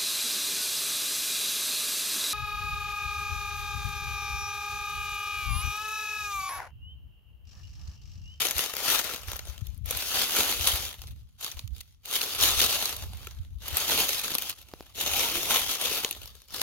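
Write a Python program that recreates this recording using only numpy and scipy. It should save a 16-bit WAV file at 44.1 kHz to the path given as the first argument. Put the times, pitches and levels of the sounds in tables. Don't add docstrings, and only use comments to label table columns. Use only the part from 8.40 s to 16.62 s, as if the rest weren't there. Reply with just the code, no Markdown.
import sys
import numpy as np
from scipy import signal
from scipy.fft import rfft, irfft, next_fast_len
from scipy.io import wavfile
from scipy.ndimage import uniform_filter1d

SR = 44100
rng = np.random.default_rng(int(sys.argv[2]) if len(sys.argv) > 2 else 0)


def unload_wav(signal):
    wavfile.write(
        sys.argv[1],
        SR,
        np.round(np.clip(np.atleast_2d(signal).T, -1, 1) * 32767).astype(np.int16),
    )


N = 362502
TIME = np.arange(N) / SR


# t/s at full force, hold/s, level/dB, release/s per 20 dB,
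# relative weight level/dB, relative crunch level/dB
SHOVES = [(0.016, 0.036, -29.5, 0.13, -20, -6), (.195, .005, -29, 0.1832, -22, -6.5),
          (0.392, .06, -34, 0.06, -20, -4), (.488, .066, -25, 0.1259, -22, -6.5),
          (.66, .062, -37.5, .16, -21.5, -4), (0.888, 0.041, -42.5, 0.19, -20.5, -4.5),
          (1.092, .015, -47, 0.13, -14, -4.5), (1.246, 0.037, -60, 0.23, -4, -9),
          (1.509, .074, -37, 0.02, -18, -7.5), (1.602, .12, -32.5, 0.05, -24, -11.5),
          (1.757, 0.033, -27.5, 0.38, -20, -9), (1.957, .074, -26.5, 0.34, -20, -8),
          (2.213, 0.033, -33, .04, -23, -12), (2.277, .005, -25.5, 0.1822, -24.5, -10),
          (2.366, .103, -37, .07, -20.5, -7.5), (2.621, .05, -56, 0.09, -16.5, -7.5),
          (2.805, 0.0057, -62.5, 0.02, -13.5, -12), (3.046, 0.0065, -37.5, .127, -25.5, -10),
          (3.188, 0.0052, -51, .11, -16, -9.5), (3.362, 0.051, -58, 0.11, -17.5, -15),
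          (3.487, 0.0082, -63, 0.1, -23, -17), (3.7, .056, -38.5, 0.27, -26.5, -8.5),
          (3.757, .005, -29, 0.0738, -27.5, -12.5), (3.811, 0.14, -34.5, 0.1, -21.5, -9.5),
          (4.031, .032, -22.5, .21, -23.5, -9), (4.186, 0.079, -25, 0.0265, -22.5, -12.5),
          (4.301, .048, -27.5, 0.1333, -20.5, -9), (4.402, 0.073, -33.5, 0.14, -21, -8),
          (4.534, 0.08, -44.5, .2, -16, -7), (4.76, .076, -50.5, 0.28, -18.5, -5.5),
          (5.262, .069, -40.5, 0.19, -18.5, -5.5), (5.37, .083, -31, 0.04, -23, -8),
          (5.503, 0.13, -27.5, 0.09, -17, -8), (5.687, 0.099, -31.5, 0.07, -23.5, -12.5),
          (5.844, 0.065, -35, 0.2, -16, -9), (6.026, .088, -38.5, .02, -22.5, -10),
          (6.187, 0.04, -54, 0.04, -22, -10.5), (6.27, .257, -58.5, .03, -14, -5),
          (6.602, 0.091, -34, .1, -19, -7.5), (6.739, 0.11, -28, 0.25, -19.5, -9),
          (6.956, 0.0091, -29.5, 0.38, -17, -8.5), (7.11, .062, -26.5, .18, -22, -7.5),
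          (7.311, .033, -29.5, 0.06, -23, -8.5), (7.424, .127, -30.5, 0.0647, -22, -8),
          (7.554, 0.038, -33.5, 0.21, -20.5, -7.5), (7.765, .112, -55, 0.5, -18, -11),
          (8.155, .1, -39, .15, -18, -10)]

def shove_envelopes(attack_s=.074, attack_power=1.5, settle_db=-38.5, settle_s=.29, stir_db=-75.5):
    power = undb(stir_db + np.array([[0], [-16], [-10]])) ** 2 * np.ones(N)
    t = np.arange(2 * SR) / SR - attack_s
    for s, hold_s, db, release_s, weight_db, crunch_db in SHOVES:
        attack = np.clip(1 + t / attack_s, 0, 1) ** attack_power
        after = np.maximum(t - hold_s, 0)
        release = 10 ** (-after / release_s)
        settling = undb(settle_db) * 10 ** (-after / settle_s)
        gains = undb(db + np.array([[0], [weight_db], [crunch_db]]))
        add(power, s - attack_s, (gains * attack * (release + settling)) ** 2)
    return np.sqrt(power)


def rustle(fractures_per_s=1700, crowding=.55, brightening=.046, slide_db=-4, yield_s=.11, catch_db=.6):
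    shove, weight_gain, crunch_gain = shove_envelopes()
    effort = shove / undb(-30)
    cracks = fractures(fractures_per_s * effort ** crowding)
    hiss = undb(slide_db) * rng.standard_normal((2, N))
    weight, crunch, middle, top = leaf_registers(shifting_resonances(cracks + hiss))
    pressed = np.sqrt(np.clip(uniform_filter1d(shove, int(yield_s * SR)) / shove, 0, 1))
    lows = pressed * (undb(-3) * weight_gain * weight + undb(-1) * crunch_gain * crunch)
    highs = shove * (undb(-.82) * middle + undb(-1.55) * effort ** brightening * top)
    stick_slip = undb(catch_db * slow_noise(hz=30))
    return (lows + highs) * stick_slip


def fractures(per_s, spread_db=4.5, largest_db=20, t60=.00813, leaves=32):
    out = np.zeros((2, N))
    for _ in range(leaves):
        at = np.flatnonzero(rng.random(N) < per_s / leaves / SR)
        size_db = np.minimum(spread_db * rng.exponential(size=len(at)), largest_db)
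        kicks = np.zeros(N)
        kicks[at] = undb(size_db) * rng.choice([-1, 1], len(at)) / np.sqrt(per_s[at])
        ring = leaf_ring(t60 * 2 ** rng.uniform(-1.1, 1), litter_db=-13.5)
        out += signal.oaconvolve(kicks[None], ring, axes=1)[:, :N]
    return unit(out)


def leaf_ring(t60, litter_db, litter_t60=.098, uneven_db=3.5, tear_s=.000224, size=4096):
    t = np.arange(size) / SR
    tear = 1 - np.exp(-t / tear_s)
    decay = undb(-60 * t / t60) + undb(litter_db - 60 * t / litter_t60)
    resonances = np.column_stack([np.geomspace(300, 16000, 30), uneven_db * rng.standard_normal(30)])
    ring = colour(rng.standard_normal((2, size)) * tear * decay, resonances)
    return ring / np.sqrt(np.sum(ring ** 2, axis=1, keepdims=True) / 2)


def shifting_resonances(x, depth_db=1.5, size=768, smooth_cells=5):
    cells = signal.stft(x, nperseg=size)[2]
    drift = rng.standard_normal(cells.shape[1:])
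    for axis in (0, 1, 0, 1):
        drift = uniform_filter1d(drift, smooth_cells, axis=axis)
    return signal.istft(cells * undb(depth_db * unit(drift)), nperseg=size)[1][:, :N]


# f/Hz, level/dB
LEAF_SPECTRUM = [(110, -7.5), (200, -7.5), (450, -3), (900, -4), (1400, -0.5), (2150, -2.5), (3000, -1.5),
                 (3800, -0.85), (5200, -3), (6800, -3), (7500, -10.5), (8500, -8), (11500, 0.5), (13300, 1),
                 (15800, -4.5)]

def leaf_registers(x, crossovers_hz=(400, 1950, 7800)):
    rest, parts = colour(x, LEAF_SPECTRUM), []
    for hz in crossovers_hz:
        parts.append(unit(band(rest, hz, "low")))
        rest = band(rest, hz, "high")
    return parts + [unit(rest)]


# t/s, level/dB before gain, relative body level/dB, top level/dB
SNAPS = [(0.1094, -30, -11, 3), (0.1816, -32, -4.5, 7), (0.1916, -25, -3.5, -3), (0.3363, -36, 1, 0),
         (0.3663, -31.5, -6, 1), (0.7606, -39, -6.5, 0), (0.9165, -39, 0.5, 5), (0.932, -38.5, -3, -4),
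         (0.9653, -50, -8.5, 17), (0.9918, -35.5, -7, -8), (1.1783, -45.5, -8, -7.5),
         (1.2687, -48, -28, 6.5), (1.345, -64, -21, 7), (1.3766, -66, -21, 14), (1.4584, -49.5, -7, 15),
         (1.5085, -34, -3, 11.5), (1.572, -37, -12, 8), (2.005, -23.5, -7.5, -9), (2.271, -22, -20, -8),
         (2.2737, -23, -7, 4.5), (2.4519, -33.5, -15, -2), (2.6177, -43.5, -20.5, 2),
         (2.671, -48.5, -21.5, -1), (2.708, -54, -14, -4), (3.0447, -34.5, -9.5, 2),
         (3.115, -37.5, -23, -6), (3.192, -36, -15, -6), (3.276, -47.5, -32.5, -1), (3.381, -55.5, -17, 4),
         (3.4061, -42.5, -23, -1), (3.41, -41.5, -24.5, 2), (3.6566, -42.5, -23.5, 3.5),
         (3.8143, -25, -25, -11), (4.2028, -19, -25, -20.5), (4.2156, -22, -10.5, -1),
         (4.4559, -25.5, -24, -4), (4.508, -45, -16.5, 9), (4.565, -41, -9.5, 6), (4.7711, -52.5, -20, 3),
         (4.8702, -38.5, -3, -4), (4.9879, -54.5, -15.5, -10), (5.2814, -45, -1, 15),
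         (5.3694, -29, -7.5, 9), (5.496, -30.5, 3, -1), (5.691, -27.5, -11.5, 1), (5.731, -29, -17.5, -3),
         (5.88, -31, -7.5, -11), (5.9444, -33, -15, 3), (5.9511, -26, -9, 2), (5.983, -29, -13.5, 3.5),
         (6.0213, -34, -14, 4), (6.096, -36, -9, 9), (6.6119, -38, -21, 12), (7.116, -30.5, -13, -1),
         (7.168, -26, -7.5, -6), (7.236, -38, -2.5, -3), (7.456, -27.5, -12.5, -7.5),
         (7.5549, -34, -18, -3), (7.6462, -22.5, -5.5, -9), (7.7098, -32, -8.5, 4.5),
         (7.727, -36, -25, -11), (7.7633, -51, 7.5, 4), (7.8565, -47.5, -3, 6), (8.018, -53.5, -11, -2),
         (8.2152, -27, -7, 1)]

def snaps(gain_db=-13, body_db=-2, thud_db=-11, top_db=1):
    out = np.zeros((2, N))
    for s, db, deep_db, crisp_db in SNAPS:
        weight, crunch, middle, top = leaf_registers(leaf_ring(t60=.013, litter_db=-32.5, uneven_db=4.5))
        body = undb(deep_db + body_db) * (crunch + undb(thud_db) * weight)
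        add(out, s, undb(db + gain_db) * (body + middle + undb(crisp_db + top_db) * top))
    return out


# t/s, duration/s, start f/Hz, end f/Hz, level/dB
TWIG_TONES = [(1.506, 0.009, 500, 477, -40), (6.729, 0.0685, 749, 857, -45.5),
              (6.823, 0.0615, 922.4, 950.5, -44.5), (6.887, 0.155, 310.7, 384, -47.5),
              (7.112, 0.081, 1019, 1112, -46), (7.511, 0.01075, 430.7, 400.8, -38)]

def twigs(friction_hz=45, flutter_db=2.3, jitter_rad=.83):
    out = np.zeros((2, N))
    for s, length, start_hz, end_hz, db in TWIG_TONES:
        n = int(length * SR)
        drive = slow_noise(friction_hz, SR)[-n:]
        phase = 2 * np.pi * np.cumsum(np.linspace(start_hz, end_hz, n)) / SR
        envelope = signal.windows.tukey(n, .6) * undb(flutter_db * drive)
        add(out, s, undb(db) * unit(envelope * np.sin(phase + jitter_rad * drive)))
    return out


# t/s, treble left minus right/dB, reflection delay/s, reflection level/dB
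ANIMAL_PATH = [(0, 4, .0003, -14), (.8, 4, .0003, -14), (1.7, .5, .00028, -9), (4.2, 0, .00027, -9),
               (5.7, -.5, .00027, -9), (6.9, .5, .00031, -6), (7.5, .5, .0003, -7), (8, 1.5, .00023, -7)]

def ground_reflection(x, dull_hz=4800):
    _, lag_s, echo_db = curves(ANIMAL_PATH)
    dull = signal.sosfiltfilt(signal.butter(2, dull_hz, fs=SR, output="sos"), x)
    echo = np.array([np.interp(TIME - lag_s, TIME, side) for side in dull])
    return x + undb(echo_db) * echo


# f/Hz, left minus right/dB
PORT_BALANCE = [(300, 0.16), (1300, -.5), (1800, 5.96), (2200, 0.26), (4800, 0), (5800, 4.9), (6900, 6),
                (7500, -1), (8400, 6.9), (9700, 0.14), (11500, -2), (13200, 6.98), (14600, -2)]
# f/Hz, coherence (0-1)
PORT_COHERENCE = [(200, 0.95), (500, 0.937), (1200, 0.924), (1800, 0.19), (2800, 0.62), (3600, 0.24),
                  (5000, 0.4), (6500, 0.057)]
# f/Hz, phase/rad
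PORT_LEAD = [(100, -0.5), (800, 0.33), (1400, 1.14), (1750, 1), (2050, 0), (3000, 1.54), (3600, 3.5),
             (4200, 1.59), (5200, 2), (7000, 6)]

def microphone_ports(x, shadow_hz=2200):
    size = next_fast_len(N + 4096)
    hz = np.arange(size // 2 + 1) * SR / size
    left, other = rfft(x, size)
    coherence = np.clip(across(PORT_COHERENCE, hz), 0, 1)
    shared = coherence * left * np.exp(-1j * across(PORT_LEAD, hz))
    right = shared + np.sqrt(1 - coherence ** 2) * other
    lean = undb(across(PORT_BALANCE, hz))
    pair = irfft(np.array([left * lean, right]) * np.sqrt(2 / (1 + lean ** 2)), size)[:, :N]
    shadow = pan(curves(ANIMAL_PATH)[0])
    return band(pair, shadow_hz, "low") + band(pair, shadow_hz, "high") * shadow


# t/s, level/dB before gain, f/Hz, left minus right/dB
THUMPS = [(0.154, -35, 66.3, -21), (0.871, -33, 62.6, -13), (0.93, -36.5, 64.4, -10),
          (1.085, -34.5, 63.35, 19), (1.217, -28.5, 97.7, 26.5), (1.279, -30.5, 62.76, 23),
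          (1.407, -35, 98.6, 24), (1.43, -29.5, 66.96, 23), (1.47, -33, 69, 22.5), (1.553, -36, 76, 17.5),
          (2.197, -30.5, 72.17, 10.5), (2.33, -28, 64.1, 9), (2.582, -40, 56, 15), (3.16, -36, 61.3, 13),
          (3.238, -31, 83.7, -25), (3.315, -32.5, 60.8, -26), (4.115, -34.5, 62.7, 10),
          (4.169, -32.5, 73.5, 11.5), (4.618, -34.5, 74.9, 10), (4.995, -32.5, 73.9, -22),
          (5.151, -32.5, 65.6, 16), (5.326, -31.5, 76, 16)]

def thumps(swell_cycles=.396, gain_db=.5, quadrature_db=-4):
    out = np.zeros((2, N))
    for s, db, hz, pan_db in THUMPS:
        cycles = hz * np.arange(SR // 5) / SR
        swell = (cycles / swell_cycles / 2) ** 2 * np.exp(2 - cycles / swell_cycles)
        quadrature = undb(quadrature_db) * rng.choice([-1, 1]) * np.cos(2 * np.pi * cycles)
        wave = np.sin(2 * np.pi * cycles) + np.array([quadrature, -quadrature])
        lean = pan(pan_db)
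        add(out, s, undb(db + gain_db) * lean / lean.mean() * swell * wave)
    return out


# t/s, peak level/dB before gain
TAPS = [(6.3377, -22.5), (6.4077, -25)]
# f/Hz, level/dB
TAP_SPECTRUM = [(40, -8.5), (150, -5), (350, 1), (700, -4), (1400, -13.5), (3000, -24), (5000, -15),
                (8000, -38), (15000, -26.5)]

def taps(gain_db=-.5):
    out = np.zeros((2, N))
    tap = colour(signal.unit_impulse(SR // 20)[None], TAP_SPECTRUM)
    for s, db in TAPS:
        add(out, s, undb(db + gain_db) * tap / np.abs(tap).max())
    return out


# centre t/s, duration/s, level/dB before gain, left minus right/dB
RUMBLE_SWELLS = [(.62, 0.32, -53, -12.5), (.97, 0.21, -43, -7), (1.341, 0.46, -41, 23),
                 (2.3, 0.33, -40.5, 4), (2.72, 0.217, -40, 0.5), (3.269, 0.2055, -41, -10),
                 (4.13, .25, -38.5, 6), (4.721, 0.29, -37.5, -4.5), (5.12, 0.43, -41, 1),
                 (5.6, 0.31, -51, -4), (6.75, .22, -44.5, 5.5), (7.25, .35, -49.5, -13),
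                 (7.85, .17, -49, -7), (8.17, .15, -52, 0)]
# f/Hz, level/dB
RUMBLE_SPECTRUM = [(15, -38), (30, -17.5), (50, -8.5), (65, -4), (100, -9.5), (150, -23), (250, -32),
                   (600, -75)]

def low_rumble(floor_db=-55.5, gain_db=-2, uneven_db=2):
    flutter = undb(uneven_db * slow_noise(hz=9))
    rumble = unit(flutter * colour(rng.standard_normal((2, N)), RUMBLE_SPECTRUM))
    power = undb(floor_db) ** 2
    for s, length, db, pan_db in RUMBLE_SWELLS:
        swell = np.exp(-(2 * (TIME - s) / length) ** 2)
        power = power + (undb(db) * unit(pan(pan_db))) ** 2 * swell
    return rumble * undb(gain_db) * np.sqrt(power)


# f/Hz, level/dB
AIR_SPECTRUM = [(30, -1), (120, -3), (300, -20), (1400, -30.5), (4000, -30), (8000, -35.5), (13000, -32),
                (16000, -38)]

def still_air(db=-75):
    return undb(db) * unit(colour(rng.standard_normal((2, N)), AIR_SPECTRUM))


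def undb(db):
    return 10 ** (np.asarray(db) / 20)


def unit(x):
    return x / np.sqrt(np.mean(x ** 2))


def pan(db):
    return undb(np.vstack([db, -db]) / 2)


def slow_noise(hz, n=N):
    return unit(band(rng.standard_normal(n), hz, "low"))


def curves(table):
    s, *columns = np.transpose(table)
    return [np.interp(TIME, s, c) for c in columns]


def across(points, hz):
    f, value = np.transpose(points)
    return np.interp(np.log(hz + 1), np.log(f), value)


def colour(x, points, size=8192):
    hz = np.arange(size // 2 + 1) * SR / size
    cepstrum = irfft(np.log(undb(across(points, hz))))
    cepstrum[1:size // 2] *= 2
    cepstrum[size // 2 + 1:] = 0
    response = irfft(np.exp(rfft(cepstrum)))
    return signal.fftconvolve(x, response[None], axes=1)[:, :x.shape[1]]


def band(x, edge_hz, kind):
    sos = signal.butter(2, edge_hz, kind, fs=SR, output="sos")
    return signal.sosfilt(sos, signal.sosfilt(sos, x))


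def add(track, s, sound):
    start = int(s * SR)
    sound, start = sound[..., max(-start, 0):], max(start, 0)
    track[:, start:start + sound.shape[-1]] += sound[..., :max(N - start, 0)]


def scene():
    airborne = ground_reflection(rustle() + snaps()) + twigs()
    return microphone_ports(airborne) + thumps() + taps() + low_rumble() + still_air()


def record(dry, top_hz=15800):
    return signal.sosfilt(signal.ellip(10, .2, 70, top_hz, fs=SR, output="sos"), dry)


dry = scene()
out = record(dry)
unload_wav(out)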